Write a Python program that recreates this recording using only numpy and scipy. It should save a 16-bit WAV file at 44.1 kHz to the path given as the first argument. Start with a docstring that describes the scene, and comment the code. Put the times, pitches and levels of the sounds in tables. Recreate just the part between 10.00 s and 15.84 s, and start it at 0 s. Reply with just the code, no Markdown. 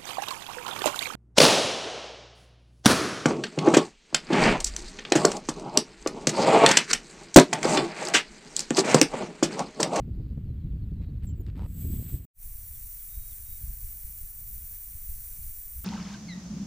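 """On a windy sandy track, air is let out of a car tyre. We listen from behind the car and then,
after a short silence, from beside it. Shoes scuff the grit, the valve squeaks as its pin is pressed,
and a thin bright jet of air hisses out, coloured by the wheel.
Wind buffets the microphone and a lark sings far away."""
import sys
import numpy as np
from scipy import signal
from scipy.fft import rfft, irfft
from scipy.io import wavfile
from scipy.ndimage import uniform_filter1d

SR = 44100
rng = np.random.default_rng(int(sys.argv[2]) if len(sys.argv) > 2 else 0)


def put_to_file(sound):
    """Save the sound as 16-bit audio at rate SR, in the file named by the first command-line argument."""
    columns = np.atleast_2d(sound).T  # one column per channel
    safe = np.clip(columns, -1, 1)
    whole_steps = np.round(safe * 32767)
    wavfile.write(sys.argv[1], SR, whole_steps.astype(np.int16))


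N = 257753
T = np.arange(N) / SR
HZ = np.maximum(np.arange(N // 2 + 1) * SR / N, 1)

# broad hiss of the jet in each place: (frequency [Hz], relative level [dB])
HISS_BEHIND = [(300, -41), (1000, -31.5), (2300, -25.5), (3600, -25.5), (5200, -29.5), (7000, -25),
               (10000, -27), (13000, -14), (15500, -19)]
HISS_BESIDE = [(300, -34), (900, -34), (1500, -29), (2300, -25), (3150, -32.5), (3900, -28.5), (5000, -27),
               (7000, -28.5), (11500, -23), (13200, -16), (15500, -10)]
# bands that valve, rim and wheel arch boost: (frequency [Hz], width [Hz], relative level [dB])
WHEEL_BANDS_BEHIND = [(7780, 330, -10.5), (8220, 430, -11), (9400, 170, -16.5), (10050, 250, -16),
                      (10900, 200, -26), (11400, 200, -12), (12300, 430, -13), (12750, 450, -20),
                      (13550, 250, -13.5), (13600, 310, -7), (14550, 410, -5), (14900, 310, -2),
                      (15300, 130, 1)]
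WHEEL_BANDS_BESIDE = [(4340, 200, -26), (5680, 300, -18), (6200, 370, -16), (6830, 230, -17),
                      (7390, 210, -12.5), (7680, 100, -11.5), (7980, 140, -15), (8280, 240, -10),
                      (8780, 340, -9), (9180, 230, -14), (10015, 237, -5), (10430, 220, -5.5),
                      (10640, 180, -12), (10900, 130, -27), (11140, 89, -10), (11940, 150, -7.5),
                      (12000, 210, -19), (12450, 190, -6.5), (12720, 240, -9), (13200, 100, -7),
                      (14130, 330, 2.5), (14700, 380, 2), (15030, 520, 3.5), (16500, 120, -6)]
# air spitting as the pin first lifts: (time [s], length [s], level [dB])
AIR_SPITS = [(1.232, 0.034, -68.5), (1.41, 0.078, -82), (1.563, 0.031, -75)]
# squeaks of the barely open valve: (time [s], length [s], start pitch [Hz], middle pitch [Hz],
# end pitch [Hz], level [dB], relative level of the octave above [dB])
VALVE_SQUEAKS = [(1.268, 0.015, 7800, 7580, 7600, -55, -22), (1.279, 0.024, 7400, 7270, 7300, -62.5, -4),
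                 (1.293, 0.029, 7280, 7500, 7520, -62.5, -18), (1.352, 0.053, 7660, 7700, 7350, -76.5, 10),
                 (1.403, 0.017, 7300, 7030, 6800, -72, 12.5)]
# the hand covers or uncovers the hiss: (middle time [s], length [s], change [dB])
HAND_MOVES = [(4.42, .3, -1.3), (5.302, 0.48, 1.74)]
# shoes on the grit: (time [s], length [s], rasp level [dB], crunch level [dB])
SHOE_SCUFFS = [(1.015, 0.038, -66.5, -76), (1.225, 0.024, -63, -76), (1.473, 0.034, -65, -71),
               (1.555, 0.026, -63.5, -77), (1.577, 0.0896, -64.5, -51), (2.046, 0.068, -69, -77),
               (5.28, .02, -62, -72)]
# gritty rasp and hollow crunch of a scuff: (frequency [Hz], relative level [dB])
RASP_COLOUR = [(300, -2.5), (1200, 5.5), (2400, 7.5), (3600, 2.5), (4900, -1.5), (6000, -17), (8000, -7),
               (10000, -27), (15000, -12.5)]
CRUNCH_COLOUR = [(150, 0.5), (400, 7.5), (700, -4), (820, -3), (900, 7.5), (1020, -6.5), (1350, -4),
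                 (2000, -38), (4000, -32)]
# wind rumble in each place: (frequency [Hz], relative level [dB])
WIND_BEHIND = [(15, -15), (35, -1.5), (60, 1.5), (95, -1), (135, -6), (200, -12.5), (300, -22.5),
               (450, -36), (700, -51), (1000, -61.5)]
WIND_BESIDE = [(15, 5), (35, -3), (60, -6), (95, -13.5), (140, -23.5), (210, -33.5), (290, -46.5),
               (420, -67)]
# gusts on top of the breeze: (middle time [s], length [s], level [dB])
WIND_GUSTS = [(0.752, 0.029, -29), (0.926, 0.02, -30.5), (1.483, 0.017, -29.5), (1.625, 0.088, -33),
              (1.894, 0.11, -29.5), (1.989, 0.044, -30.5), (2.151, 0.037, -29), (2.507, 0.19, -40.5),
              (3.195, 0.055, -38), (3.518, .05, -40.5), (3.67, 0.1, -33.5), (3.857, 0.072, -37.5),
              (4.23, 0.047, -38.5), (4.55, 0.11, -44), (4.955, 0.025, -37.5), (5.13, 0.12, -38),
              (5.463, 0.11, -39), (5.796, 0.07, -38.5)]
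# small swirls of air that hit the microphone: (time [s], peak level [dB], width [s])
WIND_EDDIES = [(2.847, -34.5, 0.0059), (3.179, -25, 0.0046), (3.63, -31, 0.0043), (4.052, -32.5, 0.0044),
               (5.098, -30, 0.0048)]
# lark whistles: (time [s], length [s], start pitch [Hz], middle pitch [Hz], end pitch [Hz], level [dB])
LARK_NOTES = [(0.446, 0.092, 4650, 4150, 4000, -80.5), (.59, .068, 4450, 4060, 3850, -80),
              (0.697, 0.14, 4540, 4470, 4500, -86), (0.929, 0.21, 4210, 3900, 3940, -81),
              (1.264, 0.09, 3250, 3070, 2660, -76.5), (2.735, 0.033, 3780, 3540, 3300, -72),
              (2.805, .06, 3750, 3800, 3870, -76), (2.986, 0.038, 3920, 3400, 3250, -72),
              (3.08, .24, 3680, 3800, 3800, -69), (3.305, 0.034, 3800, 3570, 3240, -68),
              (3.42, 0.17, 3660, 3780, 3740, -70), (3.65, 0.057, 3600, 3450, 3230, -77)]
# hush of the open air: (frequency [Hz], relative level [dB])
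AIR_COLOUR = [(100, 7), (600, -3.5), (1200, -1.5), (2500, -3), (4500, -9), (5600, -17), (6800, -15.5),
              (7800, -13), (9000, -18), (12000, -14), (15300, -7)]

LEAVE_S, RETURN_S, FADE_S = 2.253, 2.333, 0.098   # the first place cuts out, the second fades in
JET_BEHIND_DB, JET_BESIDE_DB = -53.5, -50   # body of the hiss at full flow
TOP_DB = 7   # how far the highest treble stands above that body
OPEN_S, OPENING_S, OPENING_RISE_DB = 1.602, 0.2, 22.5   # the pin goes down and the jet swells
EASE_S, EASING_S, EASED_DB = 2.155, 0.052, -11.5   # the thumb eases off the pin
PRESS_S, PRESSING_S, LIGHT_PRESS_DB = 2.71, 0.12, -1.1   # a light hold, then the pin is pressed home
SNAP_S, SNAP_DB, SNAP_DECAY_S = 1.4655, -52.5, 0.017   # a pebble snaps, then fades by 60 dB
BREEZE_BEHIND_DB, BREEZE_BESIDE_DB = -33, -46.5
LULL_S, LULL_DB_PER_S = 1.56, 15   # behind the car the breeze dies down


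def jet(top_db, hiss_colour, wheel_bands, flutter_db, sway_db=0.44, sway_hz=4, top_hz=12500):
    """Rushing air rings in the wheel; its highest treble is a narrow beam that sways with the hand."""
    power = colour(hiss_colour) ** 2
    for hz, width, db in wheel_bands:
        power = power + (from_db(db) / (1 + ((HZ - hz) / (0.7 * width)) ** 2)) ** 2
    top_share = 1 / (1 + (top_hz / HZ) ** 60)
    beam = from_db(top_db + sway_db * drift(sway_hz))
    body = noise(np.sqrt(power * (1 - top_share)))
    top = noise(np.sqrt(power * top_share))
    return (body + beam * top) * from_db(flutter_db * drift(14))


def valve_opening(squeak_waver=0.0061):
    """Air spits and squeaks through the narrow gap, then flows fully until the thumb eases off."""
    opened = ramp(OPEN_S, OPENING_S)
    flow_db = JET_BEHIND_DB - OPENING_RISE_DB * (1 - opened) + EASED_DB * ramp(EASE_S, EASING_S)
    flow = from_db(flow_db) * (T > OPEN_S)
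    spits = sum(from_db(db) * burst(start, length) for start, length, db in AIR_SPITS)
    top_db = TOP_DB * opened   # the jet brightens as it grows
    sound = (flow + spits) * jet(top_db, HISS_BEHIND, WHEEL_BANDS_BEHIND, flutter_db=1.1)
    waver = squeak_waver * drift(400)
    for *note, db, octave_db in VALVE_SQUEAKS:
        phase, swell = glide(*note, waver)
        sound += from_db(db) * swell * (np.sin(phase) + from_db(octave_db) * np.sin(2 * phase))
    return sound


def valve_held(turn_db_per_s=0.3):
    """With the pin held down, the hand shades the hiss while the treble beam slowly turns our way."""
    flow_db = JET_BESIDE_DB + LIGHT_PRESS_DB * (1 - ramp(PRESS_S, PRESSING_S))
    hand_db = sum(db * hump(middle, length) for middle, length, db in HAND_MOVES)
    top_db = TOP_DB + turn_db_per_s * (T - T[T > RETURN_S].mean())
    # taking hand_db off the top lets these moves change only the body of the hiss
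    hiss = jet(top_db - hand_db, HISS_BESIDE, WHEEL_BANDS_BESIDE, flutter_db=0.5)
    return from_db(flow_db + hand_db) * hiss


def scuffs(slips_per_s=105, grain_db=-2.0):
    """Grit sticks and slips under a shoe: each slip starts sharply and fades before the next."""
    slip_count = np.cumsum(slips_per_s * np.exp(0.25 * drift(60))) / SR
    grains = rms_one(np.exp(-2 * (slip_count % 1)) * from_db(grain_db * drift(120)))
    rasp, crunch = noise(colour(RASP_COLOUR)), noise(colour(CRUNCH_COLOUR))
    slides = sum(burst(start, length) * (from_db(rasp_db) * rasp + from_db(crunch_db) * crunch)
                 for start, length, rasp_db, crunch_db in SHOE_SCUFFS)
    return grains * slides


def pebble_snap(brightening=0.46):
    """A hard pebble snaps under the sole, brighter than the sliding grit."""
    decay = (T > SNAP_S) * np.exp(-np.log(1000) * np.abs(T - SNAP_S) / SNAP_DECAY_S)
    return from_db(SNAP_DB) * decay * noise(colour(RASP_COLOUR) * HZ ** brightening)


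def wind(level, rumble_colour, lumpy_db, split_hz):
    """Swirling air rumbles on the microphone; the finer swirls, above split_hz, come in lumps."""
    rumble = noise(colour(rumble_colour))
    fine = irfft(rfft(rumble) * HZ ** 2 / (HZ ** 2 + split_hz ** 2), N)
    rumble = rumble + fine * (from_db(lumpy_db * drift(49)) - 1)
    running_level = np.sqrt(uniform_filter1d(rumble ** 2, size=SR // 10))
    return level * rumble / running_level


def wind_strength(breeze_db, buffet_db, buffet_hz=10):
    """A wavering breeze plus gusts that each swell and die away."""
    breeze = from_db(breeze_db + buffet_db * np.tanh(drift(buffet_hz)))
    gust_power = sum(from_db(db) ** 2 * hump(middle, length) for middle, length, db in WIND_GUSTS)
    return np.sqrt(breeze ** 2 + gust_power)


def eddies():
    """Each swirl of air is one smooth push, with a pull just before and after."""
    pressure = np.zeros(N)
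    for middle, db, width in WIND_EDDIES:
        distance = ((T - middle) / width) ** 2 / 2
        pressure += from_db(db) * (1 - distance) * np.exp(-distance)
    return pressure


def lark(pitch_waver=0.0052):
    """A far-off lark whistles, trills and twitters, fading in and out on the wind."""
    whistles, waver = np.zeros(N), pitch_waver * drift(60)
    for *note, db in LARK_NOTES:
        phase, swell = glide(*note, waver)
        whistles += from_db(db) * swell * np.sin(phase)
    return (whistles + lark_trill() + lark_twitter()) * from_db(2 * drift(30))


def lark_trill(sweeps_per_s=108, middle_hz=4350, db=-74):
    """A buzzing run of tiny downward sweeps opens the song."""
    along = (T * sweeps_per_s) % 1
    hz = middle_hz * (1 + 0.63 * (0.5 - along))
    sweeps = np.sin(np.pi * along) ** 2 * np.sin(phase_of(hz))
    return from_db(db) * burst(start=0.12, length=0.21) * sweeps


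def lark_twitter(notes_per_s=30, middle_hz=3800, db=-75.5):
    """Quick notes among the whistles, each sliding up or down by chance."""
    pace = notes_per_s * np.exp(0.89 * drift(20))
    pulses = np.sin(phase_of(pace) / 2) ** 4
    hz = middle_hz * (1 + 0.17 * np.tanh(drift(35)))
    return from_db(db) * burst(start=0.56, length=0.77) * pulses * np.sin(phase_of(hz))


def open_air(db=-71):
    """The faint, steady hush of the outdoors."""
    return from_db(db) * noise(colour(AIR_COLOUR))


def glide(start, length, first_hz, middle_hz, last_hz, waver):
    """Phase and loudness curve of a whistle that bends through three pitches."""
    along = np.clip((T - start) / length, 0, 1)
    hz = np.polyval(np.polyfit([0, 0.5, 1], [first_hz, middle_hz, last_hz], 2), along)
    swell = np.sqrt(2 * np.abs(np.sin(np.pi * along)))
    return phase_of(hz * (1 + waver)), swell


def phase_of(hz):
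    """The angle a wave has turned through as its pitch changes."""
    return 2 * np.pi * np.cumsum(hz) / SR


def colour(points):
    """Gain at every frequency, falling away beyond the first and last point."""
    hz, db = np.transpose(points)
    ends = np.minimum(HZ / hz[0], 1) ** 2 * np.minimum(hz[-1] / HZ, 1) ** 4
    return from_db(np.interp(np.log(HZ), np.log(hz), db)) * ends


def noise(gain):
    """Steady noise of a given colour, with an average level of one."""
    return rms_one(irfft(rfft(rng.standard_normal(N)) * gain, N))


def drift(rate_hz):
    """A random wander around zero, typically one unit in size."""
    return noise(1 / (1 + (HZ / rate_hz) ** 2))


def burst(start, length, edge_s=0.01):
    """Switch on and off with soft edges."""
    return np.clip(np.minimum(T - start, start + length - T) / edge_s + 0.5, 0, 1)


def ramp(start, length):
    """A straight rise from zero to one."""
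    return np.clip((T - start) / length, 0, 1)


def hump(middle, length):
    """A smooth swell from nothing up to one and back."""
    return np.exp(-(2 * (T - middle) / length) ** 2)


def from_db(db):
    """Turn decibels into a gain."""
    return 10 ** (np.asarray(db) / 20)


def rms_one(x):
    """Scale to an average (rms) level of one."""
    return x / np.sqrt(np.mean(x ** 2) + 1e-20)


def scene():
    """First from behind the car, then from beside it; both ears hear the same."""
    outdoors = open_air() + lark()
    dying_breeze_db = BREEZE_BEHIND_DB - LULL_DB_PER_S * np.maximum(T - LULL_S, 0)
    strength_behind = wind_strength(dying_breeze_db, buffet_db=2.5)
    wind_behind = wind(strength_behind, WIND_BEHIND, lumpy_db=6.5, split_hz=530)
    strength_beside = wind_strength(BREEZE_BESIDE_DB, buffet_db=3)
    wind_beside = wind(strength_beside, WIND_BESIDE, lumpy_db=1.5, split_hz=190)
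    behind = valve_opening() + scuffs() + pebble_snap() + wind_behind
    beside = valve_held() + eddies() + wind_beside
    fade_out = np.clip((LEAVE_S - T) / 0.0018, 0, 1)
    fade_in = ramp(RETURN_S, FADE_S) ** 2
    mono = fade_out * (behind + outdoors) + fade_in * (beside + outdoors)
    return np.array([mono, mono])


def record(dry, cutoff_hz=15500):
    """The very highest treble is cut off steeply."""
    return signal.sosfilt(signal.ellip(14, 0.1, 80, cutoff_hz, fs=SR, output="sos"), dry)


dry = scene()
out = record(dry)
put_to_file(out)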